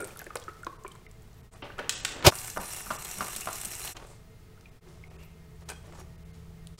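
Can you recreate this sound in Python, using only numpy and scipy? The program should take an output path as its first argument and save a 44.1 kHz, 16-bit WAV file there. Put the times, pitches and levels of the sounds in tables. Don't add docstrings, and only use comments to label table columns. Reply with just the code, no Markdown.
import sys
import numpy as np
from scipy import signal
from scipy.fft import rfft, irfft
from scipy.io import wavfile
from scipy.ndimage import uniform_filter1d

SR = 44100
rng = np.random.default_rng(int(sys.argv[2]) if len(sys.argv) > 2 else 0)


def waveform_to_disk(signal):
    frames = np.transpose(np.atleast_2d(signal))
    scaled = np.clip(frames, -1, 1) * 32767
    samples = np.round(scaled).astype(np.int16)
    wavfile.write(sys.argv[1], SR, samples)


def amplitude_ratio(level_db):
    exponent = np.asarray(level_db, float) / 20
    return 10 ** exponent


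N = 299432

# t/s of silence, fade out/s, fade in/s
JOINS = [
    (1.508, 0.049, 0.02),
    (2.307, 0.027, 0.006),
    (3.941, 0.024, 0.0083),
    (4.806, 0.0345, 0.024),
    (6.773, 0.032, 0.025),
]
# f/Hz, level/dB per Hz
AIR_COLOUR = [(15, -2.5), (35, 0.5), (72, -4.5), (115, -1.5), (180, -8.5), (260, -19), (450, -33),
              (700, -24.5), (1400, -29), (2400, -31.5), (4000, -34), (8000, -38), (13000, -41.5),
              (16000, -39.5)]
# t/s, level/dB
AIR_LEVEL = [(0, -46.5), (1.5, -43), (2.3, -42.5), (3.94, -43.5), (4.8, -44.5), (6.79, -43.5)]
# f/Hz, width/Hz, level/dB
HUMS = [(360, 30, -69.5), (438.4, 16, -64.5), (650, 5.4, -72.5), (1280, 12, -77), (1870, 8, -79),
        (2110, 8, -77)]
# t/s, low f/Hz, low level/dB, high f/Hz, high level/dB
MOTOR = [(4.82, 71, -61, 162.0, -60), (5.04, 73.1, -55.5, 162.0, -57), (5.39, 73.8, -57, 162.2, -55),
         (5.74, 74.8, -52, 163.4, -55.5), (6.0, 74.8, -53, 164.5, -55), (6.75, 74.7, -54.5, 164.9, -51),
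         (6.78, 74.7, -70, 164.6, -68)]
# t/s, fall/s, f/Hz, width/Hz, level/dB
RINGS = [(0, 0.11, 424, 256, -36.5), (0, 0.089, 1394, 161, -40.5), (0, .12, 2280, 300, -48.5),
         (0.675, .17, 1040, 110, -52), (0.856, .13, 1040, 110, -54), (1.626, .09, 2700, 900, -46),
         (0.49, .1, 1320, 200, -50), (3.969, .015, 2000, 4000, -38), (4.071, .006, 8000, 7000, -55),
         (5.697, .07, 2500, 200, -47.5), (5.7, 0.2, 3240, 90, -57.5), (5.7, .08, 1580, 200, -47.5),
         (5.701, .025, 8800, 2000, -45)]
# peak t/s, rise/s, f/Hz, width/Hz, level/dB
RUBBED = [(0.034, 0.034, 8400, 1500, -42), (4.9, 0.15, 366, 36, -56), (5.15, 0.15, 372, 29, -56),
          (5.91, .05, 352, 40, -55), (6.025, .06, 358, 30, -54), (5.195, .04, 65, 40, -46),
          (1.385, .06, 12300, 300, -72), (1.54, .035, 8000, 2200, -57), (5.212, 0.2, 2550, 650, -60),
          (5.25, .05, 13500, 4500, -62), (3.4, .17, 370, 45, -56.5), (6.0, .08, 5700, 250, -64),
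          (5.995, .07, 6700, 700, -60), (5.955, .08, 7800, 400, -66), (6.0, .05, 10000, 900, -63),
          (6.002, .03, 13000, 4500, -62), (4.11, .12, 8000, 3000, -60)]
# start t/s, peak t/s, end t/s, palm level/dB, grains level/dB
SWEEPS = [(1.497, 1.553, 1.6, -50.5, -56), (3.943, 3.963, 4.146, -41.5, -54),
          (3.852, 4.151, 4.22, -65.5, -61.5), (4.809, 4.891, 5.14, -56, -60),
          (5.023, 5.038, 5.23, -65, -92), (5.0, 5.236, 5.26, -53.5, -58), (5.593, 5.617, 5.69, -54, -64),
          (5.682, 5.693, 5.74, -32.5, -34.5), (5.691, 5.725, 5.82, -61, -80), (5.82, 5.85, 6.4, -56, -64),
          (5.835, 6.01, 6.03, -45.5, -54.5), (6.304, 6.354, 6.44, -74, -61), (6.771, 6.775, 7, -52, -44)]
# f/Hz, level/dB per Hz
PALM_COLOUR = [(250, -1), (400, 5.5), (1000, 5), (1700, -4), (2500, -6.5), (3300, -11), (5000, -19.5),
               (9000, -35)]
# f/Hz, level/dB per Hz
GRAIN_COLOUR = [(2500, 2.5), (4500, 5), (7500, 3.5), (10000, -0.5), (13000, -15), (16000, -20)]
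# t/s, peak level/dB, centre f/Hz
TICKS = [(0.005, -31, 9350), (0.015, -41, 11500), (0.0446, -29.5, 8500), (0.0495, -36, 9000),
         (0.0742, -37, 11600), (0.158, -47, 11000), (0.1723, -35, 10500), (0.193, -33, 12600),
         (0.267, -45, 10000), (0.1082, -50, 3460), (0.1715, -49, 3270), (0.192, -34, 6200),
         (0.2155, -37.5, 11800), (0.2427, -38, 7560), (0.3554, -23, 8460), (0.3626, -37, 10100),
         (0.369, -32, 4950), (0.373, -38, 4130), (0.3988, -37, 7500), (0.418, -45, 3340),
         (0.4394, -39, 6200), (0.5344, -50, 5400), (0.631, -43, 8300), (0.647, -38.5, 6240),
         (0.667, -34, 3430), (0.837, -44, 7600), (0.8792, -37, 8460), (0.9204, -42.5, 8250),
         (0.952, -47, 7600), (0.9606, -48, 3350), (1.1135, -46, 7800), (1.222, -52, 7500),
         (1.231, -56, 12800), (3.9675, -40, 7000), (1.331, -56, 6500), (1.343, -56, 8000),
         (1.576, -52, 8500), (1.783, -43.5, 7600), (1.795, -35.5, 5196), (2.265, -17, 6480),
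         (2.267, -13.5, 5500), (2.29, -17, 5010), (3.6499, -21, 8950), (4.61, -45.5, 5330),
         (5.562, -59, 8860), (5.609, -52, 7000), (5.692, -35.5, 8750), (5.7012, -29, 8450),
         (5.718, -44, 10800), (5.738, -57, 10100), (5.829, -56, 8500), (5.8705, -54, 10500),
         (5.925, -54, 7000), (6.6716, -44, 3640), (6.6713, -40, 8700)]
# t/s, peak level/dB, bubble f/Hz,
# splash level/dB
DROPS = [(0.029, -37.5, 382, -7), (0.218, -46.5, 700, -7), (0.266, -48, 377, 5), (0.355, -35, 480, 1),
         (0.482, -43, 353, -7), (0.667, -39.5, 347, 0), (0.848, -45, 360, 3),
         (0.024, -39, 1365, -12), (0.161, -41, 1330, -24), (0.198, -39.5, 1650, -5),
                (0.216, -41.5, 1500, -8), (0.266, -39.5, 1610, -6), (0.305, -34.5, 1213, -10),
                (0.355, -38, 1003, 1.5), (0.4809, -30, 1280, -18), (0.6332, -36.5, 1380, -18),
                (0.6676, -28, 1050, -11.5), (0.848, -34, 1015, -8), (0.952, -53, 980, 1),
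                (4.5759, -55, 1370, -18),
         (0.0726, -53, 2510, -12), (0.106, -48, 2360, -10), (0.1714, -49, 3380, -15),
               (0.3032, -50.5, 2110, -4), (0.356, -39, 1740, 3), (0.424, -45.5, 3250, -6),
               (0.4815, -44, 1750, -9), (0.495, -47, 1870, -11), (0.207, -50, 2550, -9),
               (0.849, -54, 2400, -7), (0.6656, -44.5, 2410, -20), (0.8645, -39.5, 2280, -17),
               (0.9157, -44.5, 3040, -12), (1.065, -44.5, 2050, -12), (4.657, -44, 2380, -13),
               (5.0377, -41.5, 2110, -16)]
# t/s, level/dB
DUST_LEVEL = [(0.0, -46.5), (0.296, -58.5), (0.404, -57), (0.67, -62.5), (1.1, -72)]
# f/Hz, level/dB per Hz
DUST_COLOUR = [(250, 9), (500, 7), (1400, 3), (2400, -3), (4000, -5), (9000, -7.5), (16000, -13)]
# t/s, peak level/dB, brightness level/dB, upper modes level/dB
KNOCKS = [(2.323, -25.5, -19, -0.5), (2.563, -32, -25.5, 0), (2.572, -14.5, -40, -7),
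          (2.867, -34.5, -35, 2), (2.9048, -24, -4, 1), (2.9085, -21.5, -7, 2), (2.927, -27, -14, -18),
          (2.951, -35, -5, -10), (3.05, -48.5, 15.5, -4), (3.187, -34, -8, -8), (3.2075, -20.5, -5, 1),
          (3.222, -23, -18, -13), (3.4723, -18.5, -12, -4), (3.487, -26.5, -14, -1.5)]
# f/Hz, level/dB, time to fall 60 dB/s
BEAKER = [(663, -1.5, 0.055), (756, -8.5, .035), (890, -8.5, 0.039), (1023, -5, 0.089), (1182, 7.5, 0.032),
          (1377, 1, 0.05), (1500, -2, 0.024), (2820, -11.5, .03)]
# t/s, scrape level/dB
STIR_LEVEL = [(2.305, -45), (2.325, -46.5), (2.354, -43), (2.5, -43.5), (2.53, -46.5), (2.768, -41.5),
              (2.85, -46.5), (3.06, -44), (3.33, -42), (3.436, -45), (3.6, -43), (3.78, -44.5),
              (3.88, -39.5), (3.94, -47.5)]
# f/Hz, level/dB per Hz
STIR_COLOUR = [(150, -38), (250, -23.5), (342, -0.5), (557, -12), (710, -2), (906, -5.5), (1180, -5),
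               (2020, -5.5), (2810, -6), (3120, -10.5), (4570, -12.5), (7700, -4), (11100, -9.5),
               (13200, -7), (16000, -17.5)]
# f/Hz, width/Hz, level/dB
GLASS = [(2190, 120, -22), (2736, 170, -5.5), (3570, 140, -7.5), (4120, 110, -1), (5670, 240, 0),
         (7780, 700, -8.5), (8330, 280, -8), (9650, 500, -3.5), (12850, 900, -11)]
# t/s, peak level/dB, shard f/Hz
CRUNCHES = [(2.354, -26, 8000), (2.387, -26, 5500), (2.447, -29, 8000), (2.4745, -27, 8500),
            (2.501, -25, 6500), (2.614, -29.5, 8500), (2.657, -31, 5840), (2.726, -31, 9000),
            (2.734, -26, 8500), (2.765, -28, 9000), (2.795, -36, 8500), (2.948, -37, 8200),
            (3.024, -33, 7500), (3.048, -24, 8500), (3.0552, -32, 2940), (3.1133, -26, 6660),
            (3.184, -27, 7840), (3.245, -27, 7960), (3.351, -29, 3500), (3.363, -19.5, 8460),
            (3.3692, -25, 7500), (3.384, -41, 11000), (3.409, -23, 8800), (3.4555, -36, 12000),
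            (3.53, -24, 7460), (3.555, -27, 7600), (3.6147, -24, 8800), (3.632, -34, 8500),
            (3.648, -28, 8950), (3.654, -21.5, 8500), (3.684, -40, 8000), (3.721, -30, 11900),
            (3.752, -27.5, 7840), (3.8537, -27, 9100), (3.876, -26, 2980), (3.921, -34, 9000)]
# f/Hz, level/dB per Hz
CRUNCH_COLOUR = [(900, -67), (2200, 0.5), (4500, -6), (8000, 7.5), (10500, -4), (13000, 0), (16000, -6)]
# t/s, level/dB
JOLTS = [(2.315, -46), (2.601, -34.5), (2.916, -41), (3.22, -41), (3.39, -47), (3.485, -45), (3.67, -51),
         (3.9, -57)]
# t/s, peak level/dB, centre f/Hz
CREASES = [(1.6221, -31.5, 2637), (1.6225, -35.5, 1202), (1.649, -44.5, 2555), (1.662, -41.5, 2954),
           (1.702, -33.5, 1500), (1.721, -39, 2795), (1.7815, -34.5, 1300), (1.7888, -26.5, 1442),
           (1.789, -35, 3200), (1.797, -31, 1500), (1.8065, -33, 600), (1.816, -41.5, 2625),
           (1.8433, -34, 1500), (1.844, -37, 2600), (1.905, -30, 3300), (1.935, -32.5, 3450),
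           (2.066, -33.5, 3616), (2.088, -34.5, 4194), (2.12, -35, 2613)]
# t/s, level/dB, dull above f/Hz
SNAPS = [
    (1.8944, -4.5, 14800),
    (1.897, -15.5, 6110),
    (2.0494, -9.5, 11000),
    (2.052, -11, 5000),
    (2.226, -26, 2600),
]
# f/Hz, level/dB per Hz
SNAP_COLOUR = [(300, -20), (900, -18.5), (1400, -5.5), (2300, -7), (3200, -1.5), (5000, -9.5), (8200, -4.5),
               (10500, -19.5), (16000, -21.5)]
# start t/s, peak t/s, end t/s, level/dB
RUSTLE = [
    (1.6253, 1.623, 1.8, -41),
    (1.77, 1.793, 1.83, -34.5),
    (1.78, 1.834, 2.0, -46.5),
    (1.847, 2.239, 2.25, -41),
]
# f/Hz, level/dB per Hz
RUSTLE_COLOUR = [(120, -26), (250, 4), (450, 3.5), (1000, -2.5), (2000, -6.5), (3200, -12.5), (4500, -20),
                 (9000, -33), (16000, -43)]
# t/s, body level/dB, crunch level/dB
LANDING = [(2.241, -38.5, -46), (2.247, -23.5, -33), (2.258, -21, -25), (2.264, -18, -20.5),
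           (2.268, -15, -9), (2.2745, -13, -16), (2.282, -18, -21), (2.291, -18.5, -25),
           (2.306, -25.5, -35.5)]
# f/Hz, level/dB per Hz
LANDING_COLOUR = [(24, -46.5), (50, -18.5), (95, -0.5), (250, -7.5), (380, -1), (520, -8), (680, -3.5),
                  (1050, -7.5), (1700, -13), (3200, -14), (8000, -36.5)]
# f/Hz, level/dB per Hz
SALT_COLOUR = [(1200, -17), (2500, 0.5), (4000, 1.5), (6000, 1), (9000, -6.5), (12800, -8.5), (16000, -14)]
# t/s, f/Hz, level/dB, time to fall 60 dB/s
THUMP = [
    (2.2545, 660, -15, .06),
    (2.261, 740, -13, .04),
    (2.2715, 95, -7.5, 0.085),
    (2.2722, 372, -6, 0.04),
    (2.2722, 590, -8, 0.035),
    (2.2715, 1060, -7.5, .025),
    (2.2875, 420, -16, .03),
]
# f/Hz, time to fall 60 dB/s
LAB = [(200, 0.24), (1000, 0.59), (3000, 0.48), (6000, 0.55), (14000, 0.17)]
# t/s, above f/Hz
THINNED = [(.035, 2500), (.78, 2000), (1.078, 2500), (1.422, 2500), (1.55, 2000), (1.632, 6000),
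           (1.968, 9500), (2.022, 8200), (2.21, 9500), (1.958, 10500), (2.59, 1700), (2.978, 3000),
           (4.705, 2500), (5.092, 1500), (5.176, 2000), (5.648, 3000), (6.17, 2000), (6.243, 3000),
           (6.325, 2500)]

SWELL_DB = -24.5
JOLT_RISE_S, JOLT_FALL_S = 0.064, 0.029
BUBBLE_T60_S, T60_SLOPE = 0.041, -0.57
WANDER_DB = 3.5
SHARD_DB, SHARD_WIDTH = 3, 0.26
CREASE_FALL_S, CREASE_WIDTH = 0.0027, 0.49
CRACKLE_DB, CRACKLE_T60_S = -36, 0.55
BRIGHT_HZ, BRIGHT_T60_S = 5500, 0.34


def evened(x):
    return x / np.sqrt(np.mean(x ** 2) + 1e-20)


def read(points, hz):
    f, value = np.transpose(points)
    return np.interp(np.log(hz + 1), np.log(f + 1), value)


def add(mix, s, sound):
    part = mix[max(round(s * SR), 0):][:len(sound)]
    part += sound[:len(part)]


def level(rows, column=1):
    rows, out = np.array(rows), np.zeros(N)
    t = np.arange(max(rows[0, 0], 0), rows[-1, 0], 1 / SR)
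    add(out, t[0], amplitude_ratio(np.interp(t, rows[:, 0], rows[:, column])))
    return out


def swell(start, peak, end, db):
    return level([(start, db + SWELL_DB), (peak, db), (end, db + SWELL_DB)])


def colour(points):
    db = np.maximum(read(points, abs(np.fft.fftfreq(4096, 1 / SR))), -100)
    log_gain = np.log(amplitude_ratio(db))
    return np.fft.ifft(np.exp(log_gain - 1j * signal.hilbert(log_gain).imag)).real[:2048]


def resonate(x, hz, width):
    r = np.exp(-np.pi * width / SR)
    return 2 * signal.lfilter([1 - r], [1, -r * np.exp(2j * np.pi * hz / SR)], x).real


def grit(points, per_s, spread_db, hiss, clump_db, grain_s=0.0026):
    sizes = amplitude_ratio(spread_db * np.minimum(rng.exponential(1, N), 4)) * (rng.random(N) < per_s / SR)
    bursts = evened(signal.lfilter([1], [1, -np.exp(-1 / (grain_s * SR))], sizes))
    slow = uniform_filter1d(uniform_filter1d(rng.standard_normal(N), 200), 200)
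    clumps = amplitude_ratio(clump_db * evened(slow))
    rough = (bursts + hiss) * clumps * rng.standard_normal(N)
    return evened(signal.oaconvolve(rough, colour(points))[:N])


def air():
    hz = np.fft.rfftfreq(N, 1 / SR)
    wash = irfft(rfft(rng.standard_normal(N)) * amplitude_ratio(read(AIR_COLOUR, hz)), N)
    wash = evened(wash) * level(AIR_LEVEL) * amplitude_ratio(-7.5)
    hums = sum(amplitude_ratio(db) * evened(resonate(rng.standard_normal(N), f, w)) for f, w, db in HUMS)
    s, low_hz, _, high_hz, _ = np.transpose(MOTOR)
    waver = 1 + 0.001 * evened(uniform_filter1d(rng.standard_normal(N), 4000))
    for column, f in ((2, low_hz), (4, high_hz)):
        speed = np.interp(np.arange(N) / SR, s, f) * waver
        tone = np.sin(2 * np.pi * np.cumsum(speed) / SR)
        hums += level(MOTOR, column=column) * np.sqrt(2) * tone
    return wash + hums


def drones():
    struck = [(s - 0.0042, s, s + fall, db, hz, width) for s, fall, hz, width, db in RINGS]
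    rubbed = [(s - rise, s, s + 0.9 * rise, db, hz, width) for s, rise, hz, width, db in RUBBED]
    noise, out = rng.standard_normal(N), np.zeros(N)
    for *shape, hz, width in struck + rubbed:
        out += swell(*shape) * evened(resonate(resonate(noise, hz, width), hz, width))
    return out


def sweeps():
    palm = grit(PALM_COLOUR, 700, spread_db=3.0, hiss=1.0, clump_db=-4.0)
    palm *= sum(swell(*row[:-1]) for row in SWEEPS)
    grains = grit(GRAIN_COLOUR, 900, spread_db=2.5, hiss=.8, clump_db=1.5)
    grains *= sum(swell(*row[:-2], row[-1]) for row in SWEEPS)
    return amplitude_ratio(-3.5) * (palm + grains)


def ticks():
    out, t = np.zeros(N), np.arange(400) / SR
    noise = rng.standard_normal((len(TICKS), len(t)))
    for (s, db, hz), tick in zip(TICKS, noise):
        wide = 0.2 * evened(resonate(resonate(tick, hz, 9000), hz, 9000)) * np.exp(-t / 0.0018)
        ring = np.sin(2 * np.pi * hz * t) * t / 0.00022 * np.exp(1 - t / 0.00016) * 0.86
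        add(out, s, amplitude_ratio(db + 6.5) * (wide + ring))
    return out


def plops():
    out, t = np.zeros(N), np.arange(4000) / SR
    drops = DROPS
    for (s, db, hz, splash_db), noise in zip(drops, rng.standard_normal((len(drops), len(t)))):
        bubble = np.sin(2 * np.pi * hz * (t + 0.072 * 0.0023 * (1 - np.exp(-t / 0.0029))))
        splash = resonate(resonate(noise, hz * 1.15, .6 * hz), hz * 1.15, .6 * hz)
        splash = amplitude_ratio(splash_db) * evened(splash)
        t60 = BUBBLE_T60_S * (hz / 1e3) ** T60_SLOPE
        add(out, s, amplitude_ratio(db + 3.5 - 60 * t / t60) * (bubble + splash) * (1 - np.exp(-t / 0.00054)))
    return out + level(DUST_LEVEL) * grit(DUST_COLOUR, 500, spread_db=2.0, hiss=1.1, clump_db=1.5)


def knocks():
    out, t = np.zeros(N), np.arange(4000) / SR
    spot = rng.standard_normal((len(KNOCKS), len(BEAKER), 3))
    scratch = rng.standard_normal((len(KNOCKS), 2, len(t)))
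    for (s, db, bright_db, upper_db), chance, (noise, slop) in zip(KNOCKS, spot, scratch):
        ring = np.zeros(len(t))
        for (hz, mode_db, t60), (a, b, c) in zip(BEAKER, chance):
            fall = amplitude_ratio(mode_db + 1.6 * a + upper_db * (hz > 1120) - 60 * t / t60)
            ring += fall * np.sin(2 * np.pi * hz * (1 + 0.01 * b) * t + 0.73 * c)
        body = amplitude_ratio(-10.5 - 60 * t / 0.32) * evened(resonate(resonate(slop, 810, 990), 810, 990))
        contact = amplitude_ratio(bright_db + 0.5 - 60 * t / 0.068) * evened(resonate(noise, 1900, 2400))
        add(out, s, amplitude_ratio(db - 10.5) * (ring + body + contact) * (1 - np.exp(-t / 0.0001)))
    return out


def stirring():
    grind = grit(STIR_COLOUR, 1100, spread_db=3.2, hiss=.4, clump_db=1.8, grain_s=.0007)
    wander = evened(uniform_filter1d(uniform_filter1d(rng.standard_normal(N), size=1500), size=1500))
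    wall = np.zeros(N)
    for k, (hz, width, db) in enumerate(GLASS):
        moving = amplitude_ratio(db + WANDER_DB * np.roll(wander, 9000 * k))
        wall += moving * resonate(np.roll(grind, 9000 * k), hz, width) * 2.77
    scrape = evened(grind + wall) * level(STIR_LEVEL) * amplitude_ratio(1.5)

    cracks, t, shard = np.zeros(N), np.arange(600) / SR, colour(CRUNCH_COLOUR)[:300]
    for (s, db, hz), noise in zip(CRUNCHES, rng.standard_normal((len(CRUNCHES), len(t)))):
        wide = evened(np.convolve(noise, shard)[:len(t)])
        pitched = amplitude_ratio(SHARD_DB) * evened(resonate(noise[::-1], hz, SHARD_WIDTH * hz))
        add(cracks, s - .001, amplitude_ratio(db - 10.5) * t / 0.0021 * np.exp(1 - t / 0.0015) * (wide + pitched))

    rocking = evened(resonate(rng.standard_normal(N), 26, 40))
    rocking += 1.7 * evened(resonate(rng.standard_normal(N), 197.4, 19))
    jolts = sum(swell(s - JOLT_RISE_S, s, s + JOLT_FALL_S, db) for s, db in JOLTS)
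    return scrape + cracks + amplitude_ratio(-5.5) * jolts * rocking


def creases():
    out, t = np.zeros(N), np.arange(800) / SR
    for (s, db, hz), noise in zip(CREASES, rng.standard_normal((len(CREASES), len(t)))):
        width = CREASE_WIDTH * hz
        ring = np.sin(2 * np.pi * hz * t) + 0.6 * evened(resonate(resonate(noise, hz, width), hz, width))
        add(out, s, amplitude_ratio(db - 4.0) * ring * np.exp(-t / CREASE_FALL_S) * (1 - np.exp(-t / 0.0003)))
    return out


def pops():
    out, pop = np.zeros(N), colour(SNAP_COLOUR)
    burst = .15 * rng.standard_normal((len(SNAPS), 200)) * np.exp(-np.arange(200) / SR / .0015)
    burst[:, 0] = 1
    for (s, db, dull_hz), b in zip(SNAPS, burst):
        crack = signal.lfilter(*signal.butter(2, dull_hz, fs=SR), np.convolve(b, pop))
        add(out, s, amplitude_ratio(db) * crack / abs(crack).max())
    crackle = grit(SNAP_COLOUR, 600, spread_db=2.0, hiss=.8, clump_db=2.5)
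    for side, t60 in (("low", CRACKLE_T60_S), ("high", BRIGHT_T60_S)):
        creasing = sum(level([(s, db + CRACKLE_DB), (s + t60, db + CRACKLE_DB - 60)]) for s, db, _ in SNAPS)
        out += creasing * signal.lfilter(*signal.butter(1, BRIGHT_HZ, side, fs=SR), crackle)
    return out


def landing():
    out = level(LANDING, column=1) * grit(LANDING_COLOUR, 2500, spread_db=1.5, hiss=1.2, clump_db=1)
    out += level(LANDING, column=2) * grit(SALT_COLOUR, 2500, spread_db=1.5, hiss=1.2, clump_db=1)
    for s, hz, db, t60 in THUMP:
        t = np.arange(0, JOINS[1][0] - s, 1 / SR)
        add(out, s, amplitude_ratio(db - 60 * t / t60) * np.sin(2 * np.pi * hz * t) * (1 - np.exp(-t / 0.0013)))
    return out


def sack():
    shifting = grit(RUSTLE_COLOUR, 690, spread_db=2.5, hiss=1.0, clump_db=1.0)
    shifting *= sum(swell(*row) for row in RUSTLE)
    return pops() + amplitude_ratio(-0.5) * shifting + landing() + creases()


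def lab_tail():
    taps = np.zeros(SR)
    at = np.arange(100, SR - 20, 20)
    taps[at + rng.integers(0, 20, len(at))] = rng.choice([-1., 1.], len(at))
    taps *= amplitude_ratio(2.5 * evened(uniform_filter1d(rng.standard_normal(SR), 250)))
    hz, t, z = signal.stft(taps, SR, nperseg=256)
    tail = signal.istft(z * amplitude_ratio(-60 * t / read(LAB, hz)[:, None]), SR, nperseg=256)[1]
    return tail / np.linalg.norm(tail)


def scene():
    clicks = ticks() + sweeps() + drones()
    near = plops() + knocks() + stirring()
    far = sack()
    send = amplitude_ratio(-11.5) * clicks + amplitude_ratio(-10.0) * near + amplitude_ratio(-6.0) * far
    tail, t = lab_tail(), np.arange(N) / SR
    takes = np.split(send, [round(s * SR) for s, _, _ in JOINS])
    wet = np.concatenate([signal.fftconvolve(take, tail)[:len(take)] for take in takes])
    fades = np.prod([np.clip(np.maximum((s - t) / out, (t - s) / back), 0, 1) for s, out, back in JOINS], 0)
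    return ((clicks + near + far + wet + air()) * fades)[None]


def thin_out(x):
    hz, t, z = signal.stft(x, SR, nperseg=512, noverlap=384)
    for (s, above_hz), draw in zip(THINNED, rng.random((len(THINNED), len(hz)))):
        wiped = above_hz > 5500
        chance = 0.2 * (hz < 13000) * (not wiped)
        kept = (hz < above_hz) | (np.repeat(draw, 2)[:len(hz)] < chance)
        left_db = -40 if wiped else -17
        z[..., abs(t - s) < .008] *= np.maximum(kept, amplitude_ratio(left_db))[:, None]
    return signal.istft(z, SR, nperseg=512, noverlap=384)[1][:, :N]


def top_cut(x):
    return signal.sosfilt(signal.butter(12, 16540, fs=SR, output="sos"), x)


def record(dry):
    limited = signal.oaconvolve(np.tanh(dry), signal.firwin(511, 15800, fs=SR)[None], "same")
    return top_cut(thin_out(limited))


dry = scene()
out = record(dry)
waveform_to_disk(out)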